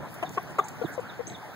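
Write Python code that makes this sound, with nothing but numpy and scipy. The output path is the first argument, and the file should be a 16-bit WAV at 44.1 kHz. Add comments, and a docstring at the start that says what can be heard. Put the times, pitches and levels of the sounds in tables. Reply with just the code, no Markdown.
"""Hens forage in an outdoor wire run close by, over an outdoor rush of patchy noise that never stops.
From the start: faint hoarse calls of further hens (banded noise), short swells of treble hiss (dense random
grains), pecks (noise puffs). From 0.23 s: six clucks (overtones through a beak resonance) and a bird's falling
whistles (gliding sines). At 0.64 and 1.27 s: another bird's rising chips with echoes; at 0.84 s: two soft
knocks (ringing modes). Two microphone ports hear it all; each channel is its port minus the delayed other."""
import sys
import numpy as np
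from scipy import signal
from scipy.fft import rfft, irfft, next_fast_len
from scipy.io import wavfile
from scipy.ndimage import uniform_filter1d, map_coordinates

SR = 44100
rng = np.random.default_rng(int(sys.argv[2]) if len(sys.argv) > 2 else 0)


def wav_out(sig):
    """Save sig, one row per channel (or a flat mono array), as 16-bit PCM at SR to the path in sys.argv[1]."""
    wavfile.write(sys.argv[1], SR, np.round(np.clip(np.atleast_2d(sig).T, -1, 1) * 32767).astype(np.int16))


N = 68355
T = np.arange(SR // 3) / SR  # time within one event, s

# levels are set at the ports, ahead of record()
TREBLE_HZ, PATCHY_DB = 5000, 2
SWELL_S, FADE_S, FALL_FLUTTER_DB, FALL_LEAD_MS = 0.0072, .0085, 2.2, -0.051
LEAD_IN_DB, LEAD_IN_S = -15, 0.029  # a faint higher start
RISE_S, RISE_EDGE_S, RISE_FLUTTER_DB, RISE_FADE_DB_PER_S = 0.0065, .0015, 4, 600
SLAP_S, SLAP_DB = .0065, -9  # one near echo of each chip
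ECHO_DB, ECHO_T60_S = -3, .21  # scattered echoes of the birds
YARD_DB, YARD_T60_S, APART_HZ = -13, 0.051, 1080  # scattered echoes of the clucks; ports differ above APART_HZ
GRAINS_PER_S, GRAIN_SCATTER_DB = 6000, 1.5
SKIRT_DB, SKIRT_HZ = -9, 5000  # bright pecks spread over all the treble
KNOCK_RISE_S, KNOCK_LEAD_MS = .002, -.24
ATTACK_S, RELEASE_T60_S = .0012, .017
SAG_PER_S = 0.98  # share of the pitch
JITTER, SHIMMER_DB = .01, 1.2
BEAK_WIDTH_HZ, HOARSE_OCTAVES = 130, 1.52
CLOSED_BOOST = 0.76  # extra fundamental while the beak is shut
RASP_HZ, RASP_OCTAVES = 7000, 1.2
TRAIL_HZ, TRAIL_OCTAVES, TRAIL_S = 729, 0.22, 0.023  # hoarse trail after a cluck
PORT_DELAY_S, BASS_LIFT_HZ, RUMBLE_CUT_HZ, TOP_HZ = 16 / 44100, 400, 78, 15750
OVERLOAD, OVERLOAD_KNEE = 0.43, 2.8  # level where a channel rounds off, and how suddenly


def amp(db):
    """Amplitude factor of a level in dB."""
    return 10 ** (np.asarray(db) / 20)


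def unit(x):
    """x scaled to RMS 1."""
    return x / np.sqrt(np.mean(x ** 2) + 1e-20)


def noise():
    """White noise as long as T."""
    return rng.standard_normal(len(T))


def blank():
    """Silence at both ports, with room for event tails."""
    return np.zeros((2, N + SR))


def hump(t, length_s):
    """A half-sine swell from 0 to length_s."""
    return np.sin(np.pi * np.clip(t / length_s, 0, 1))


def filtered(x, response):
    """x times a complex response of frequency."""
    n = x.shape[-1]
    m = next_fast_len(n + 4096)
    return irfft(rfft(x, m) * response(np.fft.rfftfreq(m, 1 / SR) + 1e-3), m)[..., :n]


def band(hz, octaves):
    """A bell-shaped band on a log axis."""
    return lambda f: np.exp(-.5 * (np.log2(f / hz) / max(octaves / 2, .01)) ** 2)


def wobble(rate_hz):
    """A smooth random curve as long as T."""
    return map_coordinates(rng.standard_normal(int(rate_hz / 3) + 4), [T * rate_hz])


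def add(ports, s, x, lead_ms=0):
    """Lays a sound at s; a mono one reaches the left port lead_ms before the right."""
    def lag(f):
        delay_s = (s * SR % 1 + 64) / SR + lead_ms / 2000 * np.array([[-1], [1]])
        return np.exp(-2j * np.pi * f * delay_s)
    ports[:, int(s * SR) - 64:][:, :len(T)] += filtered(x, lag) if x.ndim == 1 else x


def yard(ports, t60_s):
    """Scattered decaying echoes of energy near 1, alike at both ports in the bass."""
    common, apart = rng.standard_normal((2, len(T))) * amp(-60 * T / t60_s) * (T > .004)
    apart = filtered(apart, lambda f: 1j * f / (APART_HZ + 1j * f))
    tail = np.array([common + apart, common - apart]) / np.linalg.norm(common)
    return signal.fftconvolve(ports.mean(0)[None], tail, axes=1)[:, :ports.shape[1]]


def rush():
    """Patchy noise, part shared by the ports and part opposite in them; its treble level drifts."""
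    # rush shared by both ports: f/Hz, density/dB per Hz
    shared_rush = [(45, -76), (86, -75), (130, -68), (250, -71.5), (500, -75.5), (800, -72.5),
                   (1100, -78.5), (1600, -77.5), (2100, -85), (3300, -91), (4600, -96), (6200, -96.5),
                   (7600, -101.5), (9000, -102.9), (12000, -102.3), (15500, -99.9)]
    # rush that differs between the ports: f/Hz, density/dB per Hz
    split_rush = [(45, -104.1), (86, -89.5), (130, -87.5), (250, -82), (500, -83), (800, -82), (1100, -76),
                  (1600, -78), (2100, -83.5), (3300, -92), (4600, -95), (6200, -95.5), (7600, -99.1),
                  (9000, -100.9), (12000, -102.6), (15500, -102.4)]
    # treble hiss: t/s, level/dB (only the offset from the mean counts)
    treble = [(0.0, -68), (0.15, -60), (0.276, -62.5), (0.616, -64), (0.824, -62.5), (1.082, -65.5),
              (1.55, -64)]

    z = signal.stft(rng.standard_normal((2, N + 512)), nperseg=512)[2]
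    field = uniform_filter1d(rng.standard_normal(z.shape[1:]), size=8, axis=0)
    field = uniform_filter1d(field, size=8, axis=1)
    pair = unit(signal.istft(z * amp(PATCHY_DB * unit(field)), nperseg=512)[1][:, :N])

    def read(rows, f):
        hz, db = np.transpose(rows)
        return amp(np.interp(np.log(f), np.log(hz), db))

    colours = lambda f: np.array([read(shared_rush, f), read(split_rush, f)])
    common, apart = np.sqrt(SR / 2) * filtered(pair, colours)
    ports = np.array([common + apart, common - apart])
    high = filtered(ports, lambda f: 1 / (1 + (TREBLE_HZ / f) ** 4))
    db = np.interp(np.arange(N) / SR, *np.transpose(treble))
    return ports + (amp(db - db.mean()) - 1) * high


def hiss_swells():
    """Short swells of banded treble hiss, made of dense random grains."""
    # t/s, length/s, level/dB, f/Hz, width/octaves
    swells = [(0.076, 0.095, -57.5, 11100, 1), (0.225, 0.0096, -59, 11000, 1),
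              (0.286, 0.092, -54.5, 13000, 0.84), (0.299, 0.084, -55.5, 7000, 0.45),
              (0.333, 0.037, -49.5, 5330, 0.57), (0.492, 0.045, -55.5, 7700, 1),
              (0.86, 0.063, -51.5, 12670, 0.47), (0.583, .03, -52, 11700, 0.067),
              (0.692, 0.07, -59.5, 7000, 0.34), (0.917, 0.049, -47.5, 7000, 0.74),
              (0.987, 0.043, -58, 7000, .5)]
    out, size = blank(), (2, len(T))
    for s, length_s, db, hz, octaves in swells:
        hits = rng.random(size) < GRAINS_PER_S / SR
        scatter = amp(GRAIN_SCATTER_DB * rng.exponential(size=size))
        grains = hits * rng.standard_normal(size) * scatter
        add(out, s, amp(db) * unit(filtered(grains, band(hz, octaves))) * hump(T, length_s))
    return out


def far_calls():
    """Faint hoarse calls of hens further off: banded noise under a swell."""
    # t/s, length/s, f/Hz, width/Hz, level/dB
    calls = [(.06, 0.035, 185, 40, -43.5), (0.608, 0.092, 870, 120, -43), (0.836, 0.13, 1600, 322, -42),
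             (.88, 0.035, 2130, 260, -47), (1.021, 0.063, 1530, 300, -51), (1.289, 0.057, 724, 102, -44),
             (1.417, 0.062, 840, 120, -49)]
    out = blank()
    for s, length_s, hz, width_hz, db in calls:
        hoarse = filtered(noise(), lambda f: np.exp(-2 * ((f - hz) / width_hz) ** 2))
        add(out, s, amp(db) * unit(hoarse) * hump(T, length_s), .1)
    return out


def falling_whistles():
    """A sine whose pitch falls linearly, under a swell and a fade."""
    # peak t/s, level/dB, f at peak/Hz, fall/Hz per s
    falls = [(0.269, -42, 3590, 22700), (.600, -41, 3614, 28500), (0.859, -42, 3544, 30200),
             (1.104, -41, 3550, 33700), (1.353, -41.5, 3560, 29500)]
    out, u = blank(), T - .05  # u: time from the peak, s
    lead_in = amp(LEAD_IN_DB) * np.exp(-(u / LEAD_IN_S) ** 6)
    swell = np.maximum(1 / np.cosh(u / SWELL_S), lead_in)
    shape = np.where(u < 0, swell, np.exp(-(u / FADE_S) ** 4)) * np.minimum(T / .01, 1)
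    for s, db, hz, hz_per_s in falls:
        whistle = np.sin(2 * np.pi * (hz * u - hz_per_s * u * u / 2))
        add(out, s - .05, amp(db + FALL_FLUTTER_DB * wobble(143.5)) * shape * whistle, FALL_LEAD_MS)
    return out


def rising_chips():
    """A quick sine whose pitch rises and levels off, each with one near echo."""
    # t/s, level/dB, from f/Hz, to f/Hz, length/s
    rises = [(.6398, -39.5, 6200, 8150, 0.014), (1.269, -33.5, 6260, 7850, 0.018)]
    out = blank()
    for s, db, from_hz, to_hz, length_s in rises:
        pitch_hz = to_hz + (from_hz - to_hz) * np.exp(-(T / RISE_S) ** 3)
        edges = np.clip(np.minimum(T, length_s - T) / RISE_EDGE_S, 0, 1)
        shape = edges * amp(RISE_FLUTTER_DB * wobble(284) - RISE_FADE_DB_PER_S * T)
        chip = amp(db) * shape * np.sin(2 * np.pi * np.cumsum(pitch_hz) / SR)
        add(out, s, chip, .03)
        add(out, s + SLAP_S, amp(SLAP_DB) * chip, -.03)
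    return out


def birds():
    """One bird whistles, another chips; scattered echoes follow, the whistles feeding them at half."""
    falls, chips = falling_whistles(), rising_chips()
    return falls + chips + amp(ECHO_DB) * yard(chips + falls / 2, ECHO_T60_S)


def pecks():
    """Pecks and ticks: decaying puffs of banded noise."""
    # t/s, RMS level at onset/dB, f/Hz, width/octaves, t60/s, left lead/ms
    puffs = [(.1411, -40.5, 8800, 4, 0.047, 0), (.186, -48, 10000, .6, 0.008, 0),
             (0.227, -48, 9100, 2.2, .02, 0.16), (.2932, -37, 6900, 0.29, 0.013, 0),
             (.4309, -36.5, 14000, 0.33, 0.008, -0.086), (0.587, -40, 9000, 2, 0.028, 0.094),
             (.6838, -31.5, 7000, 0.26, 0.022, 0.038), (.6865, -39, 7000, 0.33, 0.027, 0),
             (.689, -44.5, 10000, 3.2, .03, 0), (.684, -42.5, 4900, 0.36, 0.022, 0.031),
             (.705, -57, 7000, .3, .012, 0), (1.011, -49.5, 7000, 0.82, 0.009, 0),
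             (1.086, -58, 7860, 0.45, 0.012, 0), (1.115, -57, 7800, .5, .01, 0),
             (1.3, -38, 3880, 0.6, 0.011, 0), (1.32, -46, 3500, .4, 0.017, 0),
             (1.502, -53.5, 13000, 0.47, 0.0075, 0)]
    out = blank()
    for s, db, hz, octaves, t60_s, lead_ms in puffs:
        skirt = lambda f: (hz > SKIRT_HZ) * amp(SKIRT_DB) / (1 + (SKIRT_HZ / f) ** 4)
        puff = unit(filtered(noise(), lambda f: band(hz, octaves)(f) + skirt(f)))
        add(out, s, amp(db - 60 * T / t60_s) * puff, lead_ms)
    return out


def knocks():
    """Soft knocks close by: a dull body rings briefly in decaying modes."""
    # t/s, level/dB
    blows = [(0.8389, -20), (0.8455, -11)]
    # f/Hz, level re blow/dB, t60/s
    modes = [(336, 1.5, 0.029), (171, -8, 0.047)]
    out = blank()
    ring = sum(amp(db - 60 * T / t60_s) * np.cos(2 * np.pi * hz * T) for hz, db, t60_s in modes)
    rise = 1 - np.exp(-(T / KNOCK_RISE_S) ** 2)
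    for s, db in blows:
        add(out, s, amp(db) * rise * ring, KNOCK_LEAD_MS)
    return out


def clucks():
    """A voice starts sharp and sags; the beak resonance opens after the start; a hoarse trail follows."""
    # t/s, held/s, f/Hz, level/dB, sharp start/share of f, step per overtone/dB, beak f/Hz, beak gain/dB,
    # half-pitch depth/share, hoarse noise re voice/dB, treble rasp/dB, left lead/ms, pitch settles/s,
    # beak opens/s, hoarse trail/dB (rasp and trail re level)
    calls = [(0.2251, 0.014, 336.3, -35, 0.08, -1.06, 707, 9.5, 0.18, -2, -13.5, 0.2, 0.0049, 0.00064, -3.5),
             (.372, .012, 376.8, -29, 0.338, -2.5, 1118, 12, 0.13, -9.5, -26, 0.17, 0.00353, 0.0037, -7),
             (0.584, 0.015, 391.8, -26, 0.59, -4, 1187, 18, 0.045, -6.5, -18.5, 0.1604, 0.00514, 0.0032, -5.5),
             (0.8141, 0.014, 475.3, -26.5, 0.023, -17.5, 1377, 34.5, 0.32, -17.5, -34, 0.29, 0.0047, 0.0011, -8.5),
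             (.978, 0.019, 500.5, -27, 0.15, -7.5, 920, -8, 0.071, -29, -43, 0.26, 0.0056, 0.0025, -16),
             (1.192, 0.018, 481, -30.5, 0.057, -31, 1010, 11, 0.15, -14, -47, 0.37, 0.002, 0.0038, -13)]
    out = blank()
    for (s, held_s, hz, db, sharp, step_db, beak_hz, beak_db, half, hoarse_db, rasp_db, lead_ms,
         settle_s, opening_s, trail_db) in calls:
        start = sharp * np.exp(-(T / settle_s) ** 4)
        sag = SAG_PER_S * np.minimum(T - held_s / 2, .05)
        pitch_hz = hz * (1 + start - sag + JITTER * wobble(363))
        phase = 2 * np.pi * np.cumsum(pitch_hz) / SR
        opens = 1 - np.exp(-(T / opening_s) ** 2)

        voice = 0
        for k in range(9):  # k = 0 is the fundamental
            beak = beak_db * opens / (1 + (((k + 1) * pitch_hz - beak_hz) / BEAK_WIDTH_HZ) ** 2)
            level = amp(step_db * k + SHIMMER_DB * wobble(374) + beak)
            gate = opens if k else 1 + CLOSED_BOOST * (1 - opens)
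            voice = voice + level * gate * np.sin((k + 1) * phase + rng.uniform(0, 2 * np.pi) * (k > 0))
        voice = voice * (1 + half * np.cos(phase / 2))
        voice = voice + amp(hoarse_db) * unit(filtered(noise(), band(beak_hz, HOARSE_OCTAVES)))

        rasp = unit(filtered(noise() * (1 + np.cos(phase)), band(RASP_HZ, RASP_OCTAVES)))
        trail = unit(filtered(noise(), band(TRAIL_HZ, TRAIL_OCTAVES))) * hump(T - held_s, TRAIL_S)
        shape = np.minimum(T / ATTACK_S, 1) * amp(-60 * np.maximum(T - held_s, 0) / RELEASE_T60_S)
        cluck = shape * (np.sqrt(2) * voice + amp(rasp_db) * rasp) + amp(trail_db) * trail

        one = np.zeros((2, 2 * len(T)))
        add(one, 64 / SR, amp(db) * cluck, lead_ms)
        add(out, s, (one + amp(YARD_DB) * yard(one, YARD_T60_S))[:, :len(T)])
    return out


def scene():
    """All sources summed at the two ports."""
    events = hiss_swells() + far_calls() + birds() + pecks() + knocks() + clucks()
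    return rush() + events[:, :N]


def record(dry):
    """Port minus delayed other port; lost bass lifted, rumble cut, loud peaks rounded, top cut."""
    dry = np.pad(dry, ((0, 0), (4096, 0)), "reflect")  # run-in for the filters
    late = filtered(dry[::-1], lambda f: np.exp(-2j * np.pi * f * PORT_DELAY_S))

    def low(f):
        lift = 1 + BASS_LIFT_HZ / (1j * f)
        return lift / (1 + RUMBLE_CUT_HZ / (1j * f) - (RUMBLE_CUT_HZ / f) ** 2) ** 3

    def top(f):  # a 14 dB step, then a slope, then nothing
        return np.where(f < TOP_HZ, 1, amp(-14 - .035 * (f - TOP_HZ)) * (f < 16650))

    wired = filtered((dry - late) / 2, low)
    rounded = wired / (1 + np.abs(wired / OVERLOAD) ** OVERLOAD_KNEE) ** (1 / OVERLOAD_KNEE)
    return filtered(rounded, top)[:, 4096:]


dry = scene()
out = record(dry)
wav_out(out)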